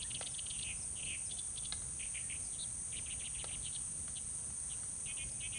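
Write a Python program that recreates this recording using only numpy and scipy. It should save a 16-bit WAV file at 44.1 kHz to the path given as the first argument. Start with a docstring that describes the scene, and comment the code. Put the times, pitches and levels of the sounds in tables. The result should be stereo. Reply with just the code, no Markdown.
"""A chorus of insects drones high and steady over a summer lotus pond, one near enough to buzz.
The chorus is shaped stereo noise; the near insect is a resonator rung by stroke pulses.
A warbler in the reeds sings scratchy, trilled phrases from pulsed, frequency-flicked tones.
Other birds whistle thin glides, and taps on the leaves are snaps plus decaying leaf modes.
Low shaped noise and wavering sines make a faint, far rumble; the reeds add a short tail."""
import sys
import numpy as np
from scipy import signal
from scipy.fft import rfft, irfft
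from scipy.io import wavfile
from scipy.ndimage import uniform_filter1d

SR = 44100
rng = np.random.default_rng(int(sys.argv[2]) if len(sys.argv) > 2 else 0)


def to_wav(s):
    """Save 16-bit WAV."""
    ch = np.atleast_2d(s).T  # columns
    pcm = np.round(np.clip(ch, -1, 1) * 32767)  # PCM
    wavfile.write(sys.argv[1], SR, pcm.astype(np.int16))


N = 246078  # samples


def gain_of(db):
    """Decibels to amplitude."""
    return 10 ** (np.asarray(db) / 20)


def unit_rms(x):
    """Scales to an rms of 1 over all channels."""
    return x / np.sqrt(np.mean(x ** 2) + 1e-20)


def read(points, hz):
    """Interpolates a table linearly over log frequency."""
    f, value = np.transpose(points)
    return np.interp(np.log(hz + 1), np.log(f + 1), value)


def add(mix, t_s, sound):
    """Adds a stereo sound into the mix at t_s."""
    start = max(round(t_s * SR), 0)
    part = mix[:, start:][:, :sound.shape[1]]
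    part += sound[:, :part.shape[1]]


def wander(rate_hz):
    """Random curve of rms 1: white noise under a Gaussian low-pass of about rate_hz."""
    f = np.fft.rfftfreq(N, 1 / SR)
    spectrum = rfft(rng.standard_normal(N)) * np.exp(-(f / rate_hz) ** 2)
    return unit_rms(irfft(spectrum, N))


def oscillate(hz):
    """Complex tone whose phase integrates the frequency curve hz."""
    return np.exp(2j * np.pi * np.cumsum(hz) / SR)


def place(sound, pan_db, lead_rad=0):
    """Sets an analytic sound between the ears by level and phase."""
    left = sound * gain_of(pan_db / 2) * np.exp(1j * lead_rad)
    right = sound / gain_of(pan_db / 2)
    return np.array([left, right]).real


# likeness of the two ears: f/Hz, coherence/0-1
EAR_COHERENCE = [(60, 0.99), (130, 0.99), (260, 0.66), (540, 0.085), (1130, 0.075), (2400, 0.25),
                 (5200, 0.65), (6400, 0.83), (7450, 0.68), (8900, 0.79), (10100, 0.63)]
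# level of left over right: f/Hz, level/dB
EAR_BALANCE = [(1000, 0), (4200, 0.5), (5900, -4), (7100, 0), (7700, -2), (8400, -5), (9000, -1.5),
               (9900, 0)]
# phase by which the left ear leads: f/Hz, lead/rad
EAR_LEAD = [(1000, 0.069), (7500, -0.081), (9300, -0.63), (10200, -0.03)]


def diffuse(spectrum, patchy_db):
    """Countless far sources blended: unit-rms stereo noise with drifting patches of loudness."""
    frames, hz = N // 512 + 5, np.fft.rfftfreq(2048, 1 / SR)
    a, b, c, d, patches = rng.standard_normal((5, frames, len(hz)))
    patches = uniform_filter1d(patches, size=9, axis=0)  # over time
    patches = unit_rms(uniform_filter1d(patches, size=24, axis=1))  # over frequency
    coherence = np.clip(read(EAR_COHERENCE, hz), -1, 1)
    left = a + 1j * b
    right = coherence * left + np.sqrt(1 - coherence ** 2) * (c + 1j * d)
    lean = gain_of(read(EAR_BALANCE, hz) / 2)
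    z = np.array([left * lean * np.exp(1j * read(EAR_LEAD, hz)), right / lean])
    z *= gain_of(read(spectrum, hz) + patchy_db * patches)
    noise = signal.istft(z.transpose(0, 2, 1), nperseg=2048, noverlap=1536)[1]
    return unit_rms(noise[:, :N])


# relative spectrum of the insect chorus: f/Hz, level per Hz/dB
CHORUS_SPECTRUM = [(5300, -28), (5750, -19.5), (6050, -13), (6400, -10.5), (6850, -12.5), (7300, -26),
                   (7750, -11), (8250, -5), (8900, 3), (9350, -1), (9580, -6), (9850, -14), (10280, -19.5),
                   (10800, -90)]


def chorus(level_db=-43, swell_db=0.31):
    """Ticks of many insects merge into a sizzle at their 9 kHz resonance, a weaker one near 6.4 kHz."""
    return gain_of(level_db + swell_db * wander(18)) * diffuse(CHORUS_SPECTRUM, patchy_db=0.67)


def near_insect(level_db=-52, stroke_hz=121, ring_hz=9495, width_hz=200, scatter=.3, drift_hz=23):
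    """Nearly even strokes of differing strength set the insect's resonator ringing."""
    stroke_count = np.floor(np.cumsum(stroke_hz * (1 + .003 * wander(2))) / SR)
    strokes = np.diff(stroke_count, prepend=0)
    strokes = strokes * (1 + scatter * (rng.standard_normal(N) + 1j * rng.standard_normal(N)))
    push = signal.oaconvolve(strokes, signal.windows.hann(110), "same")  # 2.5 ms per stroke
    r = np.exp(-np.pi * width_hz / SR)
    envelope = signal.lfilter([1], [1, -r], push)
    ring = envelope * oscillate(ring_hz + drift_hz * wander(10))
    return gain_of(level_db) * unit_rms(place(ring, pan_db=-3.5, lead_rad=-1.1))


# relative spectrum of the open air and far rumble: f/Hz, level per Hz/dB
AIR_SPECTRUM = [(15, -19.5), (35, -8), (55, 0.5), (72, 4), (88, 0), (135, -3), (190, -6), (330, -15.5),
                (650, -16.5), (1300, -21.5), (2800, -26.5), (4600, -28.5), (8000, -33.5)]


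def open_air(level_db=-54.5):
    """The far rumble and air: diffuse noise, strongest at low frequency."""
    return gain_of(level_db) * diffuse(AIR_SPECTRUM, patchy_db=1.5)


# tones of a far machine within the rumble: f/Hz, mean level/dB
HUM_TONES = [(53.5, -66.5), (67, -68.5), (124, -68), (1023, -85)]


def far_hum(waver_hz=1.0, fade_db=2.0):
    """Faint tones that waver and fade on their way across the fields."""
    hum = np.zeros(N)
    for hz, db in HUM_TONES:
        tone = unit_rms(oscillate(hz + waver_hz * wander(4.14)).imag)
        hum += gain_of(db + fade_db * wander(1.1)) * tone
    return hum


# Notes within one warbler syllable. Columns of every *_NOTES table:
# onset/share of syllable, length/share of syllable, level/dB re syllable, swell peak/0-1,
# pitch ratio at start, middle, end, pulse rate/Hz, roughness/0-1, flick depth/cycles, pulse sharpness/exponent
# chip: one rough note
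CHIP_NOTES = [(0.0011, 0.99, 0, 0.6, 1.04, 1, .94, 330, 0.623, 1, 4.5)]
# rasp: one sagging note
RASP_NOTES = [(0, 1, 0, 0.57, 1.05, 1.02, .94, 255, 0.333, .6, 3.5)]
# tick: faint click, harsh burst, clear tail
TICK_NOTES = [(0, .23, -9.5, .35, 1, 0.91, 0.9, 498, 0.29, .9, 4),
              (.33, .41, -0.5, 0.72, .99, 0.97, 1, 479, 0.467, 0.946, 3.9),
              (.68, .32, -5, .15, .99, 1, .95, 480, .05, .15, 4)]
# churr: two beats, then a slow rattle
CHURR_NOTES = [(0, .28, -1.6, 0.98, 1.1, 1.04, 1.07, 266, 0.53, 0.694, 3.6),
               (.31, .22, 0.5, 0.45, 1.01, 1, 1.09, 267, 0.38, 0.72, 3),
               (.52, .46, -8, .17, 1.09, 1.1, 1.11, 170, .55, .78, 4)]
# tweet: fine trill that drops off clear
TWEET_NOTES = [(0, 0.96, 0, 1, 0.95, 0.98, 0.98, 311, 0.053, 0.71, 3),
               (.8, 0.25, -1.5, .15, .98, .93, 0.866, 315, .03, 0.11, 4)]
# see-saw: a fall, then an arch
SEESAW_NOTES = [(0, .42, -4, 0.24, 1.04, .87, .76, 167, 0.58, 0.923, 4.2),
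                (.41, .59, 0, .67, .86, 1, .85, 208, .46, 0.99, 4.15)]
# scrape: one hoarse note
SCRAPE_NOTES = [(0, 1, 0, .5, 1.06, 0.99, .92, 303, 0.454, .8, 3.5)]
# buzz: high catch, then a nearly level drone
BUZZ_NOTES = [(0, .3, -4, 0.72, 1.17, 1.25, 1.19, 321, .22, .9, 4.2),
              (.2, .8, -0.5, 0.71, 1.01, 1, 1.025, 281.2, 0.108, 1.38, 1.48)]
# Syllables as sung; level and f are bases for the notes' offsets and ratios.
# low, sagging rasps: t/s, length/s, level/dB, f/Hz
RASP_TIMES = [(0, 0.025, -51, 2780), (0.157, 0.022, -50.5, 2730), (0.516, 0.062, -54, 2840),
              (.637, 0.098, -47.5, 2528), (0.953, .07, -54.5, 2810), (1.025, 0.017, -47, 2690),
              (1.047, 0.12, -46.5, 2583)]
# short, sharp chips: t/s, length/s, level/dB, f/Hz
CHIP_TIMES = [(0.019, 0.02, -45, 3400), (0.101, 0.02, -47, 2945), (.143, 0.017, -43.5, 3170),
              (.22, .017, -48.5, 3070), (.26, 0.019, -44.5, 3320), (.339, 0.017, -50.5, 3220),
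              (.38, .019, -44.5, 3225), (0.458, 0.017, -49, 3090), (0.498, .021, -46, 3260),
              (.58, 0.024, -49.5, 3150), (0.608, 0.011, -51, 2900), (.622, .016, -44.5, 3470)]
# dry ticks in pairs: t/s, length/s, level/dB, f/Hz
TICK_TIMES = [(1.294, 0.04, -47, 3440), (1.368, 0.041, -47, 3460), (1.558, .039, -46.5, 3450),
              (1.632, 0.041, -47.5, 3390)]
# churrs: t/s, length/s, level/dB, f/Hz
CHURR_TIMES = [(1.99, 0.098, -49, 2300), (2.14, 0.086, -46.5, 2266), (2.291, .085, -47.8, 2267)]
# hoarse scrapes: t/s, length/s, level/dB, f/Hz
SCRAPE_TIMES = [(2.43, .05, -63, 4970), (2.517, 0.056, -61.5, 3250), (3.621, .024, -59, 3420),
                (3.643, .046, -49.5, 3145), (3.722, 0.02, -57.8, 3500), (3.744, .026, -49, 3400),
                (4.155, 0.035, -51.5, 3165), (4.691, 0.058, -56.5, 2970)]
# a single high tweet: t/s, length/s, level/dB, f/Hz
TWEET_TIMES = [(2.583, .06, -49, 3794)]
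# a run of see-saw calls: t/s, length/s, level/dB, f/Hz
SEESAW_TIMES = [(2.919, 0.08, -49.5, 2935), (3.055, 0.088, -50, 2920), (3.195, 0.087, -49.5, 3040),
                (3.339, .089, -51, 3010), (3.476, 0.084, -51, 3010)]
# nasal buzzes: t/s, length/s, level/dB, f/Hz
BUZZ_TIMES = [(5.055, .073, -49, 2313), (5.167, 0.074, -48, 2290), (5.401, .077, -47.8, 2354),
              (5.521, 0.087, -47, 2280)]


def song_notes():
    """The warbler's notes: each syllable's shape stretched to its length and moved to its pitch."""
    song = [(RASP_NOTES, RASP_TIMES), (CHIP_NOTES, CHIP_TIMES), (TICK_NOTES, TICK_TIMES),
            (CHURR_NOTES, CHURR_TIMES), (SCRAPE_NOTES, SCRAPE_TIMES), (TWEET_NOTES, TWEET_TIMES),
            (SEESAW_NOTES, SEESAW_TIMES), (BUZZ_NOTES, BUZZ_TIMES)]
    for shape, syllables in song:
        for t_s, length_s, db, hz in syllables:
            for onset, share, note_db, peak, start, middle, end, *voice in shape:
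                pitches_hz = (start * hz, middle * hz, end * hz)
                yield t_s + onset * length_s, share * length_s, db + note_db, peak, pitches_hz, *voice


def glide(u, pitches_hz):
    """Quadratic pitch arch through three values as the note's progress u runs from 0 to 1."""
    return np.polyval(np.polyfit([.18, .5, .82], pitches_hz, 2), u)


def warbler(harsh_hz=900, rasp_hz=420, uneven=0.4, flutter_db=5.0, pinch=0.49, edge=0.46,
            throat_hz=1750, reach_hz=600, rough_reach_hz=1000):
    """A whistle pulsed by the syrinx, which flicks its pitch; rough notes stumble, rasp and choke."""
    out = np.zeros((2, N))
    chance = np.array([wander(260), wander(1100), wander(350)])
    for t_s, length_s, db, peak, pitches_hz, rate_hz, rough, depth, sharp in song_notes():
        u = np.linspace(0, 1, max(round(length_s * SR), 64))
        at = round(t_s * SR) + np.arange(len(u))
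        stumble, rasp, flutter = rough * chance.take(at, axis=1, mode="wrap")
        turns = np.cumsum(rate_hz * (1 + uneven * stumble)) / SR
        # each tightening flicks the tone upward by about depth cycles, more if rough: side tones spread
        tight = (np.sin(np.pi * turns) ** 2) ** sharp
        flick_hz = depth * tight * (rate_hz / tight.mean() + harsh_hz * rough)
        hz = glide(u, pitches_hz) + flick_hz + rasp_hz * rasp
        # in rough notes the tightening also chokes the tone
        pulses = 1 - np.clip(pinch * rough, 0, 1) * np.sqrt(tight)
        rise_fall = np.interp(u, [0, np.clip(peak, .05, .95), 1], [0, 1, 0])
        swell = np.sin(np.pi / 2 * rise_fall) ** edge
        note = swell * pulses * gain_of(flutter_db * flutter) * oscillate(hz)
        # the throat is tuned to each note and softens the side tones far above it
        top_hz = min(pitches_hz[1] + depth * reach_hz + rough * rough_reach_hz, SR / 2 - 1)
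        note = signal.lfilter(*signal.butter(5, top_hz, fs=SR), note)
        add(out, t_s, gain_of(db) * unit_rms(place(note, pan_db=6.0, lead_rad=-0.45)))
    # the small throat passes little below its lowest resonance
    return signal.sosfilt(signal.butter(4, throat_hz, "high", fs=SR, output="sos"), out)


# whistles of farther birds: t/s, length/s, level/dB before trim_db, mid f/Hz, glide/octaves, left-right/dB
WHISTLE_NOTES = [(0.038, 0.034, -57.5, 1820, 0.18, -3), (.168, 0.038, -58, 5700, -.15, -6),
                 (.295, .044, -58, 5400, -.19, -4), (0.768, .032, -60, 5300, .12, -2),
                 (.808, .039, -55, 5380, -.29, -4), (1.042, .028, -57, 4230, .3, 4),
                 (1.252, .03, -54, 5320, -.25, -4), (2.21, .085, -64.5, 1860, -.02, -7),
                 (5.288, 0.013, -57.5, 4170, 1.1, 8), (5.310, .016, -56, 5120, -.2, 7),
                 (5.359, .042, -68, 2480, -.6, 0)]


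def far_birds(trim_db=-4, quaver=.02):
    """Thin, nearly pure tones gliding in pitch under a half-sine swell."""
    out, waver = np.zeros((2, N)), wander(400)
    for t_s, length_s, db, mid_hz, octaves, pan_db in WHISTLE_NOTES:
        u = np.linspace(0, 1, round(length_s * SR))
        waver_now = waver[round(t_s * SR):][:len(u)]
        hz = mid_hz * 2 ** (octaves * (u - .5)) * (1 + quaver * waver_now)
        note = np.sin(np.pi * u) * oscillate(hz)
        add(out, t_s, gain_of(db + trim_db) * unit_rms(place(note, pan_db)))
    return out


# taps on the leaves: t/s, knock gain/dB, snap gain/dB, factor on leaf f, left-right/dB
LEAF_TAPS = [(0.211, -31.5, -44, 0.92, 10), (1.7237, -43, -26, 0.96, 6), (1.820, -48.5, -48, 1, 4),
             (3.4425, -35, -38.5, 0.91, -6.5), (3.510, -46, -50, 1, -6), (4.08, -43, -57, 2.08, 10),
             (4.503, -51, -79, 1.3, 8), (4.833, -49.5, -64, 2.16, -12)]
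# modes of a struck leaf, before the tap's tuning: f/Hz, relative level/dB, t60/s
LEAF_MODES = [(577, -3, 0.024), (685, 0.5, 0.026), (930, 0, 0.0095), (1100, -10.5, 0.017),
              (1500, -6, 0.018), (1650, -11.5, .014), (2120, -8.5, .013)]


def taps(snap_hz=4000, snap_s=0.00061, echo_s=0.002406, echo=0.38, rustle_db=-15, rustle_t60_s=0.075,
         lowest_hz=420):
    """A short snap, the dull ring of the leaf, a little rustle, and a reflection off the water."""
    out, t = np.zeros((2, N)), np.arange(SR // 10) / SR
    rustle_band = signal.butter(2, [500, 4800], "band", fs=SR)
    for t_s, knock_db, snap_db, tuning, pan_db in LEAF_TAPS:
        knock = 0
        for hz, db, t60_s in LEAF_MODES:
            phase = hz * tuning * t + rng.random()  # smaller leaves ring higher
            knock = knock + gain_of(db - 60 * t / t60_s) * np.exp(2j * np.pi * phase) / 2
        snap_envelope = (t / snap_s * np.exp(1 - t / snap_s)) ** 2
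        snap = snap_envelope * np.exp(2j * np.pi * snap_hz * t)
        noise = signal.lfilter(*rustle_band, rng.standard_normal(len(t)))
        rustle = signal.hilbert(unit_rms(noise)) * gain_of(rustle_db - 60 * t / rustle_t60_s)
        struck = gain_of(knock_db) * (knock + rustle) + gain_of(snap_db) * (snap + rustle / 2)
        tap = place(struck, pan_db)
        add(out, t_s, tap)
        add(out, t_s + echo_s, echo * tap)
    # a leaf radiates little below its lowest mode
    return signal.lfilter(*signal.butter(2, lowest_hz, "high", fs=SR), out)


# decay of the reed bed: f/Hz, t60/s
REED_DECAY = [(300, 0.63), (2500, 0.58), (8000, 0.052)]


def reeds(x, wet_db=-14):
    """Stems and leaves scatter a faint tail of sparse echoes, different at each ear."""
    echoes = rng.standard_normal((2, SR // 2)) * (rng.random((2, SR // 2)) < .05)
    hz, t, z = signal.stft(echoes, SR, nperseg=256)
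    decay = gain_of(-60 * t / read(REED_DECAY, hz)[:, None])
    tail = signal.istft(z * decay, SR, nperseg=256)[1]
    tail = tail / np.linalg.norm(tail[0])
    return gain_of(wet_db) * signal.fftconvolve(x.mean(0)[None], tail, axes=1)[:, :N]


def scene():
    """Birds and taps among the reeds, over the insects and the far rumble."""
    calls = warbler() + far_birds() + taps()
    return chorus() + near_insect() + open_air() + far_hum() + calls + reeds(calls)


def record(dry, edge_hz=10750):
    """Linear-phase low-pass that limits the band."""
    low_pass = signal.firwin(511, edge_hz, window=("kaiser", 9), fs=SR)
    return signal.oaconvolve(dry, low_pass[None], "same")


dry = scene()
out = record(dry)
to_wav(out)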